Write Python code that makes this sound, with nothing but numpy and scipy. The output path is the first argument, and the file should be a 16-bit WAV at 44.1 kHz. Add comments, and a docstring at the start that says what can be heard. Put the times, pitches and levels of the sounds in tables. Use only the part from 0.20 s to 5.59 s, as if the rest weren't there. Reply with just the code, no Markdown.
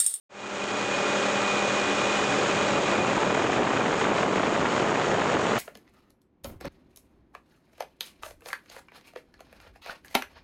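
"""Inside a helicopter in flight, a mono microphone in the cabin, fading in from silence over a second.
First the machinery: rotors, drive shaft, turbine and gears sing as harmonics and tones on one shared
clock, through the filtered noise of the cabin rush. From about two seconds on the slipstream strikes
the microphone: noise bursts of a few milliseconds, then slaps, duller gusts and rumble. As it builds,
the hum and whine are turned down under it, and gain control and a limiter hold the overall level."""
import sys
import numpy as np
from scipy import signal
from scipy.fft import rfft, irfft
from scipy.io import wavfile
from scipy.ndimage import uniform_filter1d, minimum_filter1d

SR = 44100
rng = np.random.default_rng(int(sys.argv[2]) if len(sys.argv) > 2 else 0)


def put_to_file(sound):
    """Save the sound as 16-bit audio at rate SR, in the file named by the first command-line argument."""
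    columns = np.atleast_2d(sound).T  # one column per channel
    safe = np.clip(columns, -1, 1)
    whole_steps = np.round(safe * 32767)
    wavfile.write(sys.argv[1], SR, whole_steps.astype(np.int16))


N = 237516
TIME = np.arange(N) / SR  # seconds
BINS = np.fft.rfftfreq(N, 1 / SR)  # Hz

# All levels are relative: the mix and the gain control trim them further.
# Nominal base rates of the geared parts, Hz
MAIN_HZ, TAIL_HZ, SHAFT_HZ, TURBINE_HZ = 40.63, 96.9, 35.38, 102.41
# Governed speed of the turbine, sagging slightly at about two seconds: time_s, rate_hz
TURBINE_SPEED = [(0.2, 102.34), (0.8, 102.42), (2.0, 102.4), (2.4, 102.29), (3.2, 102.33), (4.0, 102.28)]
# Harmonics of the main rotor: order (multiple of its rate), level_db
MAIN_ROTOR = [(6, -47), (11, -46), (12, -47), (13, -46), (14, -43), (15, -46), (17, -52), (18, -50),
              (19, -45), (20, -52), (24, -46), (27, -49)]
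# Harmonics of the tail rotor: order, level_db
TAIL_ROTOR = [(1, -61), (2, -40.5), (3, -40.5), (4, -51), (5, -51.5), (6, -49.5), (8, -53)]
# Harmonics of the drive shaft: order, level_db
DRIVE_SHAFT = [(7, -48), (11, -45), (12, -42), (14, -49), (15, -44), (17, -36.7), (20, -49), (21, -48),
               (22, -49), (23, -47), (24, -48), (25, -47), (29, -48), (31, -49), (37, -48), (39, -46),
               (40, -50)]
# Harmonics of the turbine: order, level_db
TURBINE = [(10, -48), (14, -56), (15, -49), (24, -37), (32, -51), (33, -57), (34, -55), (36, -61),
           (38, -50), (44, -60), (50, -59), (52, -64), (53, -62)]
# The shaft harmonic just under the strongest one swells and ebbs slowly, close to a main-rotor
# harmonic: time_s, level_db
PARTNER_ORDER = 16
PARTNER_LEVEL = [(0.25, -38), (0.55, -40), (1.0, -33.5), (1.2, -35.5), (1.3, -40), (1.45, -36), (1.75, -40),
                 (2.05, -35), (2.22, -37), (2.4, -32), (2.9, -34)]
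# A low harmonic of the main rotor drones in slow swells: time_s, level_db
DRONE_ORDER = 7
DRONE_LEVEL = [(0.4, -45), (1.1, -36.5), (1.4, -54), (1.72, -33), (1.93, -46), (2.13, -34), (2.3, -53),
               (2.58, -38), (2.75, -45)]
# The turbine's low hum: time_s, level_db
TURBINE_HUM_LEVEL = [(0.5, -37), (1.7, -35.3), (2.7, -34.5), (3.3, -35)]
# Tones of the accessory gears: pitch_hz, level_db
GEARS = [(806.1, -43), (1126.5, -50), (1946.1, -46), (2318.9, -56)]
# Main gear mesh and top of the compressor, cutting through the wind: pitch_hz, level_db
PIERCING = [(1202.6, -43), (5837.4, -58), (6554.2, -54)]
# Turbine and gear whine, which dips at moments and fades down under the wind: time_s, gain_db
WHINE_LEVEL = [(0.2, -2.5), (0.65, -1), (1.3, 0), (2.0, -0.5), (2.27, -6), (2.42, 1), (2.72, 0),
               (2.85, -2.5), (3.2, -1), (3.37, -6), (3.52, -2.5), (3.7, -7), (4.2, -10)]
WHINE_FLUTTER_DB = 1.5  # rms of the quick flutter of the turbine's harmonics
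# The hum sinks as the airflow grows: it loses HUM_SLOPE dB for each dB above MASK_FROM_DB
HUM_DB, MASK_FROM_DB, HUM_SLOPE = -2.9, -28, 0.78

# The slipstream builds as the microphone moves into the airflow, then holds: time_s, level_db
AIRFLOW = [(0.8, -45), (1.6, -45), (2.1, -33), (2.45, -35.5), (2.65, -26), (3.15, -24.5), (3.4, -22),
           (3.7, -22), (3.8, -23.5), (3.93, -21), (4.0, -21), (4.07, -21.5), (4.3, -22.5), (4.7, -22),
           (5.15, -21.5), (5.39, -25)]
GUST_DB, GUST_HZ = 0.7, 10  # random surges: rms in dB, fastest rate in Hz
# Spectrum of the slipstream on the microphone: pitch_hz, density_db (per Hz)
WIND = [(25, -35), (60, -23), (120, -6.5), (200, 2), (400, 4.5), (650, 3), (1200, -1.5), (2000, -10),
        (3000, -17), (4500, -33.5), (8000, -84.5)]
# The hardest single buffets of air: peak_s, level_db, length_s
BUFFETS = [(2.417, -23, 0.004), (2.725, -22, 0.005), (2.874, -20, 0.005), (2.913, -21, 0.008),
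           (3.033, -19, 0.007), (3.152, -17, 0.007), (3.267, -18, 0.004), (3.331, -19, 0.006),
           (3.365, -19, 0.005), (3.434, -17, 0.005), (3.453, -14, 0.004), (3.474, -17, 0.014),
           (3.536, -19, 0.005), (3.575, -17, 0.006), (3.661, -18, 0.006), (3.742, -18, 0.004),
           (3.816, -17.5, 0.009), (3.844, -17, 0.004), (3.854, -17, 0.006), (3.984, -17, 0.004),
           (4.032, -16, 0.006), (4.159, -17, 0.003), (4.18, -18, 0.005), (4.197, -17, 0.004),
           (4.237, -14, 0.003), (4.27, -17, 0.004), (4.362, -14, 0.003), (4.459, -18, 0.007),
           (4.608, -17, 0.005), (4.757, -17, 0.005), (5.101, -18, 0.005), (5.32, -14, 0.004),
           (5.368, -20, 0.007)]
# Longer, duller gusts: peak_s, level_db, length_s
GUSTS = [(2.46, -29, 0.19), (3.41, -17.5, 0.04), (3.65, -26, 0.077), (4.06, -17.5, 0.067), (4.7, -27, 0.14)]
# Spectrum of the smooth low rumble of the same wind: pitch_hz, density_db (per Hz)
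RUMBLE = [(30, -36), (65, -12.5), (130, -0.5), (200, -1.5), (400, -18), (1500, -63)]
# Growth of that rumble: time_s, level_db
RUMBLE_LEVEL = [(1.2, -51), (1.9, -45), (2.6, -37.5), (3.15, -36.5), (4.0, -35), (5.39, -35.5)]

# Spectrum of the steady rush in the cabin: pitch_hz, density_db (per Hz)
CABIN = [(25, -46.5), (70, -25.5), (120, -3), (170, -11.5), (250, -10.5), (370, 4), (620, -3), (1300, -1.5),
         (2000, -6), (3000, -7.5), (4900, -17), (7400, -17.5), (8700, -28), (9400, -39), (10300, -51)]
# Narrow bands of gearbox and compressor hiss: pitch_hz, width_hz, level_db
HISS_BANDS = [(2462, 100, -40), (6780, 650, -46)]
# Cabin rush and compressor hiss, wavering once the wind is up: time_s, gain_db
HISS_LEVEL = [(1.6, -0.5), (2.2, 0.7), (3.3, -0.5), (3.43, -1), (3.55, 0), (3.68, -1), (3.8, -0.5),
              (3.92, -2.2), (4.0, 3.5), (4.08, -1.8), (4.25, -1.5), (4.6, -1), (5.15, -0.5)]

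CEILING_DB, EDGE_HZ = -15.0, 10200  # limiter ceiling; upper edge of the band
FADE_START_S, FADE_LENGTH_S, FADE_CURVE = 0.093, 1, 0.87


def amp(db):
    """Decibels to gain."""
    return 10 ** (np.asarray(db) / 20)


def unit(x):
    """Scales to rms 1."""
    return x / np.sqrt(np.mean(x ** 2) + 1e-20)


def curve(rows):
    """Joins (time_s, value) rows by straight lines."""
    return np.interp(TIME, *np.transpose(rows))


def swells(rows):
    """Sum of bell-shaped envelopes from (peak_s, level_db, length_s) rows."""
    return sum(amp(db) * np.exp(-(2 * (TIME - peak_s) / length_s) ** 2) for peak_s, db, length_s in rows)


def colour(x, spectrum):
    """Gives x a (pitch_hz, density_db) spectrum, joined on a log frequency axis, at rms 1."""
    hz, db = np.transpose(spectrum)
    gain = amp(np.interp(np.log(BINS + 1), np.log(hz), db))
    return unit(irfft(rfft(x) * gain, N))


def drift(rate_hz):
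    """Random wandering of rms 1: noise rolled off steeply above the given rate."""
    roll_off = np.sqrt(1 + (BINS / rate_hz) ** 6)
    return unit(irfft(rfft(rng.standard_normal(N)) / roll_off, N))


def tone(hz, db, clock, waver):
    """One partial on the shared clock; moving air makes its level and phase waver."""
    sway = 1 + waver * (drift(rate_hz=5.0) + 1j * drift(rate_hz=4.7))
    return amp(db) * unit((sway * np.exp(2j * np.pi * hz * clock)).real)


def rotating(rate_hz, orders, clock, level_db, waver):
    """The harmonics of one turning part, phases scattered by the cabin, swaying together."""
    stack = 0
    for order, db in orders:
        cycles = order * rate_hz * clock + rng.random()
        stack = stack + amp(db) * np.exp(2j * np.pi * cycles)
    sway = 1 + waver * (drift(rate_hz=4.5) + 1j * drift(rate_hz=4.1))
    rms_gain = np.sqrt(2 / (1 + 2 * waver ** 2))  # keeps each level an rms level despite the sway
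    return amp(level_db) * rms_gain * (stack * sway).real


def drivetrain():
    """Parts geared together share one governed speed; gives low hum, whine and piercing tones."""
    clock = np.cumsum(curve(TURBINE_SPEED) / TURBINE_HZ) / SR  # seconds at nominal speed
    rotors = rotating(MAIN_HZ, MAIN_ROTOR, clock, level_db=0.0, waver=0.2)
    rotors += rotating(TAIL_HZ, TAIL_ROTOR, clock, level_db=-2.2, waver=0.15)
    rotors += tone(DRONE_ORDER * MAIN_HZ, 0, clock, waver=0.35) * amp(curve(DRONE_LEVEL))
    shaft = rotating(SHAFT_HZ, DRIVE_SHAFT, clock, level_db=2.0, waver=0.085)
    shaft += tone(PARTNER_ORDER * SHAFT_HZ, 0, clock, waver=0.1) * amp(curve(PARTNER_LEVEL))
    turbine_hum = tone(2 * TURBINE_HZ, 0, clock, waver=0.1) * amp(curve(TURBINE_HUM_LEVEL))
    turbine = rotating(TURBINE_HZ, TURBINE, clock, level_db=-0.5, waver=0.063)
    turbine *= amp(WHINE_FLUTTER_DB * drift(rate_hz=34))
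    gears = sum(tone(hz, db, clock, waver=0.084) for hz, db in GEARS)
    piercing = sum(tone(hz, db, clock, waver=0.12) for hz, db in PIERCING)
    return rotors + shaft + turbine_hum, turbine + gears, piercing


def slipstream(level_db, eddy_db, eddy_hz, lump_db, chop, crest, sharpness):
    """Eddies strike the microphone in bursts of a few milliseconds, bunched by the rotor wash."""
    eddy = eddy_db * np.clip(drift(eddy_hz), -2.5, 1.7) + lump_db * drift(rate_hz=82)  # dB
    wash = 1 + chop * np.cos(2 * np.pi * MAIN_HZ * TIME)
    low_pass = signal.butter(2, 600, fs=SR, output="sos")
    high_pass = signal.butter(2, 600, "high", fs=SR, output="sos")
    slow = signal.sosfilt(low_pass, rng.standard_normal(N) * wash)
    fast = signal.sosfilt(high_pass, rng.standard_normal(N) * wash)
    # hard eddies are brighter than soft ones
    pressure = colour(slow * unit(amp(eddy)) + fast * unit(amp(sharpness * eddy)), WIND)
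    strength_db = curve(AIRFLOW) + GUST_DB * drift(GUST_HZ)
    # the strongest peaks flatten at the microphone
    return amp(level_db + strength_db) * unit(np.tanh(pressure / crest))


def buffets(level_db, low_hz, bright_hz, brightness, crest):
    """Short, hard slaps of the same wind, with less bass and more bite; their peaks flatten."""
    bass_cut = signal.butter(2, low_hz, "high", fs=SR, output="sos")
    air = signal.sosfilt(bass_cut, colour(rng.standard_normal(N), WIND))
    edge = signal.sosfiltfilt(signal.butter(1, bright_hz, "high", fs=SR, output="sos"), air)
    slap = unit(np.tanh(unit(air + brightness * edge) / crest))
    return amp(level_db) * swells(BUFFETS) * slap


def gusts(level_db, low_hz, dull_hz):
    """Lumps of slower air that swell the low middle of the wind."""
    band = signal.butter(2, [low_hz, dull_hz], "band", fs=SR, output="sos")
    air = unit(signal.sosfilt(band, colour(rng.standard_normal(N), WIND)))
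    return amp(level_db) * swells(GUSTS) * air


def rumble():
    """Large, slow eddies: a continuous rumble under the buffeting."""
    return amp(curve(RUMBLE_LEVEL)) * colour(rng.standard_normal(N), RUMBLE)


def cabin(level_db, chop, tail_chop, flutter_db):
    """Airflow around the hull, pulsing a little as each main and tail blade passes."""
    blade = 2 * np.pi * MAIN_HZ * TIME
    tail_blade = 2 * np.pi * TAIL_HZ * TIME
    pulsing = 1 + chop * (np.cos(blade) + np.cos(2 * blade)) + tail_chop * np.cos(tail_blade)
    flutter = amp(level_db + flutter_db * drift(rate_hz=260))
    return flutter * pulsing * colour(rng.standard_normal(N), CABIN)


def hiss_bands():
    """Noise ringing in narrow resonances, one band each for gearbox and compressor."""
    bands = []
    for hz, width_hz, db in HISS_BANDS:
        resonance = 1 / (1 + ((BINS - hz) / (0.5 * width_hz)) ** 2)
        bands.append(amp(db) * unit(irfft(rfft(rng.standard_normal(N)) * resonance, N)))
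    return bands


def scene():
    """The wind grows over the machinery and the cabin rush, all summed at one microphone."""
    hum, whine, piercing = drivetrain()
    gear_hiss, compressor_hiss = hiss_bands()
    masked_db = HUM_SLOPE * np.maximum(curve(AIRFLOW) - MASK_FROM_DB, 0)
    machinery = hum * amp(HUM_DB - masked_db)
    machinery += (whine + gear_hiss) * amp(curve(WHINE_LEVEL))
    wind = slipstream(level_db=1.5, eddy_db=3.5, eddy_hz=174, lump_db=0.53,
                      chop=0.2, crest=13.0, sharpness=1.63)
    wind += buffets(level_db=-0.5, low_hz=416, bright_hz=1800, brightness=3.7, crest=3.7)
    wind += gusts(level_db=-3.0, low_hz=262, dull_hz=700) + rumble()
    rush = compressor_hiss + cabin(level_db=-27.5, chop=0.05, tail_chop=0.028, flutter_db=1.64)
    return (machinery + piercing + rush * amp(curve(HISS_LEVEL)) + wind)[None]


def leveller(x, threshold_db, response_s, size):
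    """Turns the running level down towards the threshold; averaging decibels, it hardly heeds brief slaps."""
    keep = np.exp(-1 / (response_s * SR))
    power = abs(uniform_filter1d((x ** 2).mean(0), size))
    over_db = 10 * np.log10(power + 1e-12) - threshold_db
    average_db = signal.lfilter([1 - keep], [1, -keep], over_db)
    return x / amp(np.maximum(average_db, 0))


def limiter(x, ceiling_db, recovery_db_per_s, size):
    """Turns down just ahead of every peak above the ceiling, then recovers."""
    over_db = np.maximum(20 * np.log10(abs(x).max(0) + 1e-9) - ceiling_db, 0)
    recovery = TIME * recovery_db_per_s
    held_db = np.maximum.accumulate(over_db + recovery) - recovery
    ahead_db = -minimum_filter1d(-held_db, size)  # running maximum
    return x / amp(uniform_filter1d(ahead_db, size))


def fade_in():
    """Gain that rises from silence along a quarter sine, bent by a power."""
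    progress = np.clip((TIME - FADE_START_S) / FADE_LENGTH_S, 0, 1)
    return np.sin(np.pi / 2 * progress) ** FADE_CURVE


def record(dry):
    """Gain control, quick peak limiter, fade-in and band limit; sizes are in samples."""
    levelled = leveller(dry, threshold_db=-24.4, response_s=0.035, size=256)
    limited = limiter(levelled, ceiling_db=CEILING_DB, recovery_db_per_s=1500, size=24)
    low_pass = signal.firwin(401, EDGE_HZ, window=("kaiser", 9), fs=SR)
    return signal.oaconvolve(limited * fade_in(), low_pass[None], "same")


dry = scene()
out = record(dry)
put_to_file(out)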